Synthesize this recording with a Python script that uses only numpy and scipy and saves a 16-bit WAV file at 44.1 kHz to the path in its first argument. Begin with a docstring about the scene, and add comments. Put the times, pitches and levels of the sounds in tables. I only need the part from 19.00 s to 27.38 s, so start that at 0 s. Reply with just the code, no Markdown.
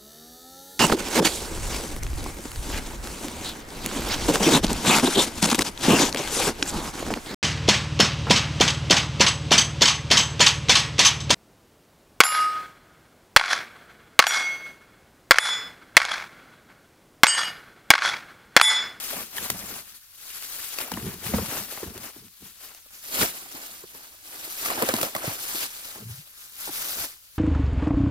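"""A thin plastic trash bag of litter starts hissing and crackling at once, in the faint air of a quiet wood.
It is opened, lifted, swung aside and set down, moving from the left of a two-port microphone towards its right.
Film, litter and walls are short grains over noise; knocks and creases that snap are fading tones with noise.
Dry ticks are single clicks, the booms near the end are a low sine, and ground and trunks add a short echo."""
import sys
import numpy as np
from scipy import signal
from scipy.fft import rfft, irfft, next_fast_len
from scipy.io import wavfile
from scipy.ndimage import uniform_filter1d, map_coordinates

SR = 44100
rng = np.random.default_rng(int(sys.argv[2]) if len(sys.argv) > 2 else 0)


def master(y):
    """Save y as 16-bit WAV."""
    cut = np.clip(np.atleast_2d(y).T, -1, 1)
    pcm = np.round(cut * 32767)  # scale
    wavfile.write(sys.argv[1], SR, pcm.astype(np.int16))


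N = 369558  # length in samples

# Colour of the still air: [f/Hz, relative level/dB]
AIR_COLOUR = [(15, -38), (25, -0.5), (70, 4), (560, -33), (936, -36), (4250, -6.5), (8140, -11.5),
              (12200, -6), (16000, -8)]
# Colours of the rustling film, litter and slack walls: [f/Hz, relative level/dB]
FILM_COLOUR = [(710, -12.5), (1200, -4), (1490, -3), (1790, -5), (4650, -2), (8440, -3), (12300, 0.5),
               (15200, -1), (16000, -18)]
LITTER_COLOUR = [(150, -25), (250, 1.5), (429, -2), (568, -1), (737, 0.5), (1040, -1.5), (3000, -5),
                 (3900, -21), (6600, -120)]
WALL_COLOUR = [(15, -57), (25, -6.5), (113, 3), (155, -1), (200, 6.5), (288, -5.5), (450, -1.5), (580, -35),
               (990, -120)]
# Tugs of the hands: [full strength from t/s, held t/s, first film level/dB, last film level/dB,
# litter level against film/dB]
TUGS = [(0, 0.097, -34, -36.5, -14.5), (.135, 0.075, -33, -35.5, -6), (0.368, 0.09, -33.5, -32, -7),
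        (0.532, 0.26, -37.5, -39, -8), (.86, 0.096, -46, -47.5, -24), (1.22, 0.2, -43, -37, -36),
        (1.44, 0.35, -38, -34.5, -22.5), (1.8, 0.012, -39.5, -32, -1.5), (1.871, 0.26, -40, -40, -6),
        (2.276, 0.18, -31.5, -37, -9), (2.511, 0.089, -32, -32, -5.5), (2.716, .2, -34, -48, -8.5),
        (2.96, .015, -45.5, -50, 2), (3.035, 0.03, -42, -39, -3.5), (3.15, 0.11, -49, -55, -15),
        (3.43, 0.074, -49, -47.5, -20), (3.639, 0.16, -41.5, -55, -11.5), (3.95, 0.041, -47, -49.5, -21),
        (4.091, 0.2, -37, -37, -12.5), (4.204, 0.029, -22, -21.5, -3.5), (4.32, 0.22, -37, -46.5, -10),
        (4.569, 0.048, -39, -40.5, -5), (4.65, 0.49, -39, -60.5, -12), (4.95, 0.2, -46, -51, -8),
        (5.282, 0.17, -40.5, -38.5, -8), (5.5, 0.17, -39, -29.5, -15), (5.7, 0.21, -34, -35, -0.5),
        (5.83, 0.22, -32.5, -29, -3), (6.16, 0.17, -38, -31.5, -4.5), (6.412, 0.16, -33.5, -29.5, -16),
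        (6.6, 0.031, -29.5, -26, -13), (6.72, 0.11, -40, -41.5, -17.5), (6.859, 0.05, -37, -37.5, -13),
        (6.96, 0.04, -44.5, -45, -5.5), (7.09, 0.18, -43.5, -51, -19), (7.38, 0.079, -45.5, -43.5, -34),
        (7.609, 0.17, -35, -35.5, -21.5), (7.822, 0.22, -29, -30, -13.5), (8.34, 0.022, -57, -48, -35.5)]
# Litter knocking together: [t/s, strength level/dB, base ring f/Hz]
KNOCKS = [(0.13, -21, 636), (0.424, -32, 194), (0.544, -29, 230), (1.919, -23, 208), (1.973, -22.5, 248),
          (2.336, -7.5, 218), (2.383, -13.5, 504), (2.422, -25, 193), (2.482, -29, 120), (2.521, -24, 324),
          (2.774, -25, 680), (2.829, -20, 371), (2.869, -24, 71), (3.162, -36, 304), (3.421, -39.5, 291),
          (3.858, -45, 520), (4.458, -31.5, 810), (4.545, -35, 287), (4.836, -31, 406), (4.947, -29, 910),
          (5.475, -34.5, 370), (5.775, -15.5, 895), (5.822, -12, 525), (5.829, -9.5, 607),
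          (5.888, -8.5, 580), (5.937, -11, 254), (6.03, -13.5, 606), (6.151, -15, 640), (6.24, -18, 577),
          (6.275, -18, 122), (6.546, -26, 344), (6.957, -35, 270), (7.673, -20.5, 900), (7.688, -21, 920),
          (7.689, -30, 322)]
# Slack walls flopping: [full strength from t/s, held t/s, level/dB]
FLOPS = [(.16, 0.021, -45), (0.398, 0.16, -43), (.62, 0.15, -49.5), (1.93, 0.17, -39), (2.06, 0.13, -45),
         (2.23, 0.082, -42), (2.345, 0.01, -33.5), (2.39, 0.071, -36.5), (2.49, 0.11, -48),
         (2.84, 0.084, -43.5), (2.96, 0.019, -42), (3.17, 0.0097, -48), (3.43, 0.016, -53),
         (4.21, 0.016, -40), (5.7, .26, -62), (6.28, 0.013, -46), (6.97, 0.089, -47.5),
         (7.91, 0.027, -48.5)]
# Creases snapping through: [t/s, strength level/dB, base ring f/Hz, crack level against strength/dB]
SNAPS = [(0.382, -14.5, 1760, -12), (0.5004, -15.5, 2010, 5.5), (0.7389, -38, 1150, 11.5),
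         (1.7857, -16, 2590, -1), (1.8045, -24, 2700, -4), (1.8144, -21.5, 2889, -7),
         (1.9169, -23.5, 910, 4.5), (1.938, -21, 2930, -6), (1.9724, -24, 1022, -14), (2.382, -27, 1160, 2),
         (2.7744, -28.5, 1160, -9), (2.977, -31.5, 5070, 3.5), (3.747, -32.5, 6100, -2.5),
         (4.2132, -14.5, 1420, 0), (5.6588, -16, 1185, 1), (5.702, -13.5, 1090, -11),
         (5.8222, -14, 1020, 2.5), (5.8877, -18, 1090, 7.5), (5.938, -17, 1000, -1),
         (6.0127, -17.5, 1590, 3.5), (6.0293, -16.5, 1320, 5), (6.1498, -15.5, 1980, -4),
         (6.1629, -17, 1160, -4), (6.294, -27, 4000, 0)]
# Single creases flicking over, one dry click each: [t/s, peak level/dB]
TICKS = [(0.5205, -26), (0.5445, -21), (0.592, -17), (1.4246, -15), (3.0336, -24), (3.283, -27.5),
         (5.94, 0.5), (5.9658, -2)]
# The full bag booms and rebounds when set down: [full strength from t/s, held t/s, level/dB]
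BOOMS = [(7.072, 0.015, -38.5), (7.115, 0.014, -41), (7.185, 0.0091, -47)]
# Where the bag is: [t/s, left minus right level/dB, left arrives later by t/ms]
BAG_PLACE = [(0, 4, -0.087), (3.7, 4.5, -0.045), (4.05, 0.5, 0.24), (6.7, 1.5, 0.21), (7.1, 2.5, 0.18),
             (8.38, 1.5, 0.18)]
# How alike the two channels of the bag are: [f/Hz, likeness from 0 to 1]
LIKENESS = [(30, 0.76), (125, 0.97), (500, 0.94), (1000, 0.55), (2000, 0.36), (4000, 0.44), (12000, 0.031)]
# Difference in colour of the two ports: [f/Hz, left minus right level/dB]
PORT_TILT = [(60, 1), (300, -0.5), (1000, -2.5), (4000, -1), (8000, -1.5), (14000, 3.5)]

AIR_DB = -54.5
# every tug sets in and lets go alike; the film never lies quite still
TUG_RISE_DB_S, TUG_FALL_DB_S, FILM_REST_DB = 164, 198, -54
# the litter starts and stops more abruptly than the film
LITTER_STEEPER, LITTER_REST_DB = 1.44, -85
# between flops the walls follow the litter
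FLOP_RISE_DB_S, FLOP_FALL_DB_S, WALL_UNDER_LITTER_DB = 699, 176, -18.5
# lesser ticks come at random times, as strong as the rustle allows
TICK_HZ, TICK_COUNT, TICK_OVER_FILM_DB, TICK_SPREAD_DB = 3000, 500, 3, 3
BOOM_RISE_DB_S, BOOM_FALL_DB_S = 400, 500
# pitch at the first boom; the belly tightens as it settles
BELLY_HZ, BELLY_RISE_HZ_S = 117.5, 110
ECHO_DB = -19.5
SHADOW_HZ = 900  # the microphone body shades mainly the sound above this
TOP_HZ = 16000  # band limit


def amp(db):
    """Turn decibels into an amplitude factor."""
    return 10 ** (np.asarray(db) / 20)


def unit(x):
    """Scale a signal to an average (RMS) strength of one."""
    return x / np.sqrt(np.mean(x ** 2) + 1e-20)


def along(points, hz):
    """Read a curve of (f/Hz, value) points on a logarithmic frequency axis."""
    f, value = np.transpose(points)
    return np.interp(np.log(hz + 1), np.log(f + 1), value)


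def curves(rows):
    """Give one value per sample for each column after the time."""
    s, *columns = np.transpose(rows)
    return [np.interp(np.arange(N) / SR, s, column) for column in columns]


def wobble(rate):
    """Draw a smooth random curve with this many random points a second."""
    points = rng.standard_normal(int(N * rate / SR) + 4)
    return map_coordinates(points, [np.arange(N) * rate / SR])


def filtered(x, response):
    """Multiply the spectrum of x by a response that depends on frequency."""
    m = next_fast_len(N + SR // 2)
    return irfft(rfft(x, m) * response(np.fft.rfftfreq(m, 1 / SR)), m)[..., :N]


def strokes(rows, rise_db_s, fall_db_s, rest_db):
    """Level/dB of overlapping gestures [t/s, held t/s, first dB, last dB]: rise, hold, fall; powers add."""
    t = np.arange(N) / SR
    power = amp(2 * rest_db)
    for s, held, first_db, last_db in rows:
        end = s + held
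        edges = rise_db_s * np.maximum(s - t, 0) + fall_db_s * np.maximum(t - end, 0)
        held_db = np.interp(t, [s, end], [first_db, last_db])
        power = power + amp(2 * (held_db - edges))
    return 10 * np.log10(power)


def still_air():
    """The air of the wood is a steady coloured noise, unrelated in the two channels."""
    noise = rng.standard_normal((2, N))
    return amp(AIR_DB) * unit(filtered(noise, lambda hz: amp(along(AIR_COLOUR, hz))))


def efforts():
    """The hands' tugs drive film and litter; the walls follow the litter and flop: three levels in dB."""
    film_rows = [row[:4] for row in TUGS]
    film_db = strokes(film_rows, TUG_RISE_DB_S, TUG_FALL_DB_S, FILM_REST_DB)
    litter_rows = [(s, held, first + load, last + load) for s, held, first, last, load in TUGS]
    litter_db = strokes(litter_rows, LITTER_STEEPER * TUG_RISE_DB_S,
                        LITTER_STEEPER * TUG_FALL_DB_S, LITTER_REST_DB)
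    flop_rows = [(s, held, db, db) for s, held, db in FLOPS]
    wall_db = strokes(flop_rows, FLOP_RISE_DB_S, FLOP_FALL_DB_S, litter_db + WALL_UNDER_LITTER_DB)
    return film_db, litter_db, wall_db


def grains(count, lo_hz, hi_hz, cycles, spread_db, size):
    """Fading wavelets at random times, pitches and heavy-tailed strengths; equal energy per hertz."""
    when, pitch, chance = rng.random((count, 3)).T
    hz = (lo_hz * (hi_hz / lo_hz) ** pitch)[:, None]
    t = np.arange(size) / SR
    strength = amp(-spread_db * np.log(1.01 - chance))[:, None] * hz
    wave = strength * np.sin(2 * np.pi * hz * t) * np.exp(-hz * t / cycles)
    where = (when * N).astype(int)[:, None] + np.arange(size)
    return unit(np.bincount(where.ravel(), wave.ravel(), N + size)[:N])


def rustle(level_db, colour, grain, share, clump_db, rate):
    """Grains over friction noise, coloured and clumped; the two rows are unrelated parts of the bag."""
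    friction = rng.standard_normal((2, N))
    raw = np.sqrt(share) * np.array(grain) + np.sqrt(1 - share) * friction
    coloured = filtered(raw, lambda hz: amp(along(colour, hz)))
    return amp(level_db) * unit(amp(clump_db * wobble(rate)) * coloured)


def patchy(x, patchy_db):
    """Each patch of film has its own colour: a smooth random gain over time and frequency."""
    z = signal.stft(x, nperseg=256)[2]
    field = rng.standard_normal(z.shape[1:])
    field = uniform_filter1d(field, size=8, axis=0)
    field = uniform_filter1d(field, size=6, axis=1)
    return signal.istft(z * amp(patchy_db * unit(field)), nperseg=256)[1][:, :N]


def film(level_db):
    """Thin film crackles in fine, high, very short grains over a hiss of friction."""
    fine = [grains(count=10000, lo_hz=1580, hi_hz=16000, cycles=0.81, spread_db=1.0, size=40)
            for _ in range(2)]
    return patchy(rustle(level_db, FILM_COLOUR, fine, share=0.32, clump_db=1.15, rate=40), patchy_db=1.5)


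def litter(level_db):
    """Litter scrapes inside the bag in coarser, lower grains."""
    coarse = [grains(count=4000, lo_hz=300, hi_hz=3054, cycles=2.46, spread_db=2.5, size=300)
              for _ in range(2)]
    return rustle(level_db, LITTER_COLOUR, coarse, share=0.19, clump_db=1.13, rate=25)


def walls(level_db):
    """Slack walls flop slowly, in long, low grains."""
    thumps = [grains(count=2000, lo_hz=53.5, hi_hz=478, cycles=1.64, spread_db=2.5, size=1500)
              for _ in range(2)]
    return rustle(level_db, WALL_COLOUR, thumps, share=0.3, clump_db=4.1, rate=14)


def handling():
    """The same small jerks shake film, litter and walls, each by a different amount."""
    film_db, litter_db, wall_db = efforts()
    jerk = wobble(30) + 0.87 * wobble(90)
    return film(film_db + 0.82 * jerk) + litter(litter_db + 1.6 * jerk) + walls(wall_db + 0.24 * jerk)


def ticks():
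    """A flicking crease gives a click of about one cycle, from one point of the film at a time."""
    when, chance, side = rng.random((TICK_COUNT, 3)).T
    at = (when * N).astype(int)
    film_db = efforts()[0]
    size = amp(film_db[at] + TICK_OVER_FILM_DB - TICK_SPREAD_DB * np.log(1.01 - chance))
    # row 1 places each random tick at its own spot between the sides
    hits = np.array([np.bincount(at, size, N), np.bincount(at, size * (2 * side - 1), N)])
    for s, db in TICKS:
        hits[0, round(s * SR)] -= amp(db)
    turn = 2 * np.pi * TICK_HZ * np.arange(SR // 200) / SR
    click = (1 - turn) * np.exp(-turn)  # push and equal pull: little bass
    return signal.fftconvolve(hits, click[None] / click.max(), axes=1)[:, :N]


def blows(table, ring_s, crack_scale_s, partials, rise, sag, apart):
    """Each blow is a noisy crack and a few fading, inharmonic partials; lower rings last longer."""
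    out = np.zeros((2, N + SR))
    t = np.arange(SR // 4) / SR
    for s, db, hz, crack_db in table:
        phase, scatter = rng.random((2, 2, len(partials)))
        ring_t60 = ring_s * (300 / hz) ** 0.52  # ring_s is the time to fall 60 dB at 300 Hz
        crack_t60 = crack_scale_s * amp(0.032 * db + 4.0)  # a harder blow buckles more film and lasts longer
        crack = amp(crack_db - 60 * t / crack_t60) * rng.standard_normal((2, len(t)))
        ring = 0
        for k, (ratio, level) in enumerate(partials):
            fade = amp(level + 3.5 * scatter[:, k, None] - 60 * ratio * t / ring_t60)
            # the pitch sags as the struck wall slackens
            cycles = ratio * hz * t / (1 + sag * t / ring_t60)
            ring = ring + fade * np.sin(2 * np.pi * (cycles + phase[:, k, None]))
        contact = 1 - np.exp(-t / rise)  # contact builds over the rise
        start = round(s * SR)
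        out[:, start:start + len(t)] += amp(db) * contact * (ring + crack)
    return out[:, :N] * [[1], [apart]]  # apart scales the difference between the sides


def without_deep_bass(x):
    """Small things radiate no deep bass: a gentle cut at 75 Hz, three times over."""
    return filtered(x, lambda hz: (1j * hz / (75 + 1j * hz)) ** 3)


def knocks():
    """Litter knocks dully, because the film damps the treble of each blow."""
    rows = [(*row, 3) for row in KNOCKS]  # every crack is 3 dB against its blow
    hits = blows(rows, ring_s=0.047, crack_scale_s=0.046,
                 partials=[(1.108, 1.0), (0.585, -18.5), (1.4, -5.0), (2.79, 0.0)],
                 rise=0.0036, sag=0.48, apart=1.0)
    return without_deep_bass(filtered(hits, lambda hz: 1 / (1 + 1j * hz / 1200) ** 2))


def snaps():
    """A crease snapping through gives a bright, short blow."""
    hits = blows(SNAPS, ring_s=0.042, crack_scale_s=0.016,
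                 partials=[(1.044, -2.0), (1.82, -1.5), (0.566, -17)],
                 rise=0.00072, sag=0.14, apart=0.7)
    return without_deep_bass(hits)


def boom():
    """The air-filled belly of the bag is shaken at its one low resonance, a sine of wavering pitch."""
    rows = [(s, held, db, db) for s, held, db in BOOMS]
    level_db = strokes(rows, BOOM_RISE_DB_S, BOOM_FALL_DB_S, -np.inf)
    since_first = np.arange(N) / SR - BOOMS[0][0]
    hz = BELLY_HZ + BELLY_RISE_HZ_S * since_first + 10 * wobble(80)
    belly = np.sin(2 * np.pi * np.cumsum(hz) / SR)
    return np.outer([1, 0], np.sqrt(2) * amp(level_db + 4.4 * wobble(60)) * belly)


def trees(x):
    """Ground and trunks scatter the sound briefly, as fading noise."""
    t = np.arange(SR // 4) / SR
    noise = np.diff(rng.standard_normal((1, len(t) + 1)))  # thin trunks scatter mostly treble
    tail = noise * amp(-60 * t / 0.1)  # falls 60 dB in 0.1 s
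    return signal.fftconvolve(x, tail / np.linalg.norm(tail), axes=1)[:, :N]


def ports(pair):
    """The ports share the bass and differ in the treble; level and arrival time follow the bag."""
    def turn(hz):
        return np.arccos(np.clip(along(LIKENESS, hz), -1, 1)) / 2

    mid, side = filtered(pair, lambda hz: np.array([np.cos(turn(hz)), np.sin(turn(hz))]))
    pan_db, lag_ms = curves(BAG_PLACE)
    shift = lag_ms * SR / 2000  # half the lag, in samples, for each port
    left = map_coordinates(mid + side, [np.arange(N) - shift], order=3, mode="nearest")
    right = map_coordinates(mid - side, [np.arange(N) + shift], order=3, mode="nearest")
    both = np.array([left, right])
    bass = filtered(both, lambda hz: 1 / (1 + (hz / SHADOW_HZ) ** 2))
    return bass + (both - bass) * amp([pan_db / 2, -pan_db / 2])


def scene():
    """The bag and its echo reach the two ports, over the still air."""
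    bag = handling() + ticks() + knocks() + snaps() + boom()
    return ports(bag + amp(ECHO_DB) * trees(bag)) + still_air()


def record(dry):
    """The two ports differ in colour; nothing passes above the band limit."""
    return filtered(dry, lambda hz: amp(np.outer([.5, -.5], along(PORT_TILT, hz))) * (hz < TOP_HZ))


dry = scene()
out = record(dry)
master(out)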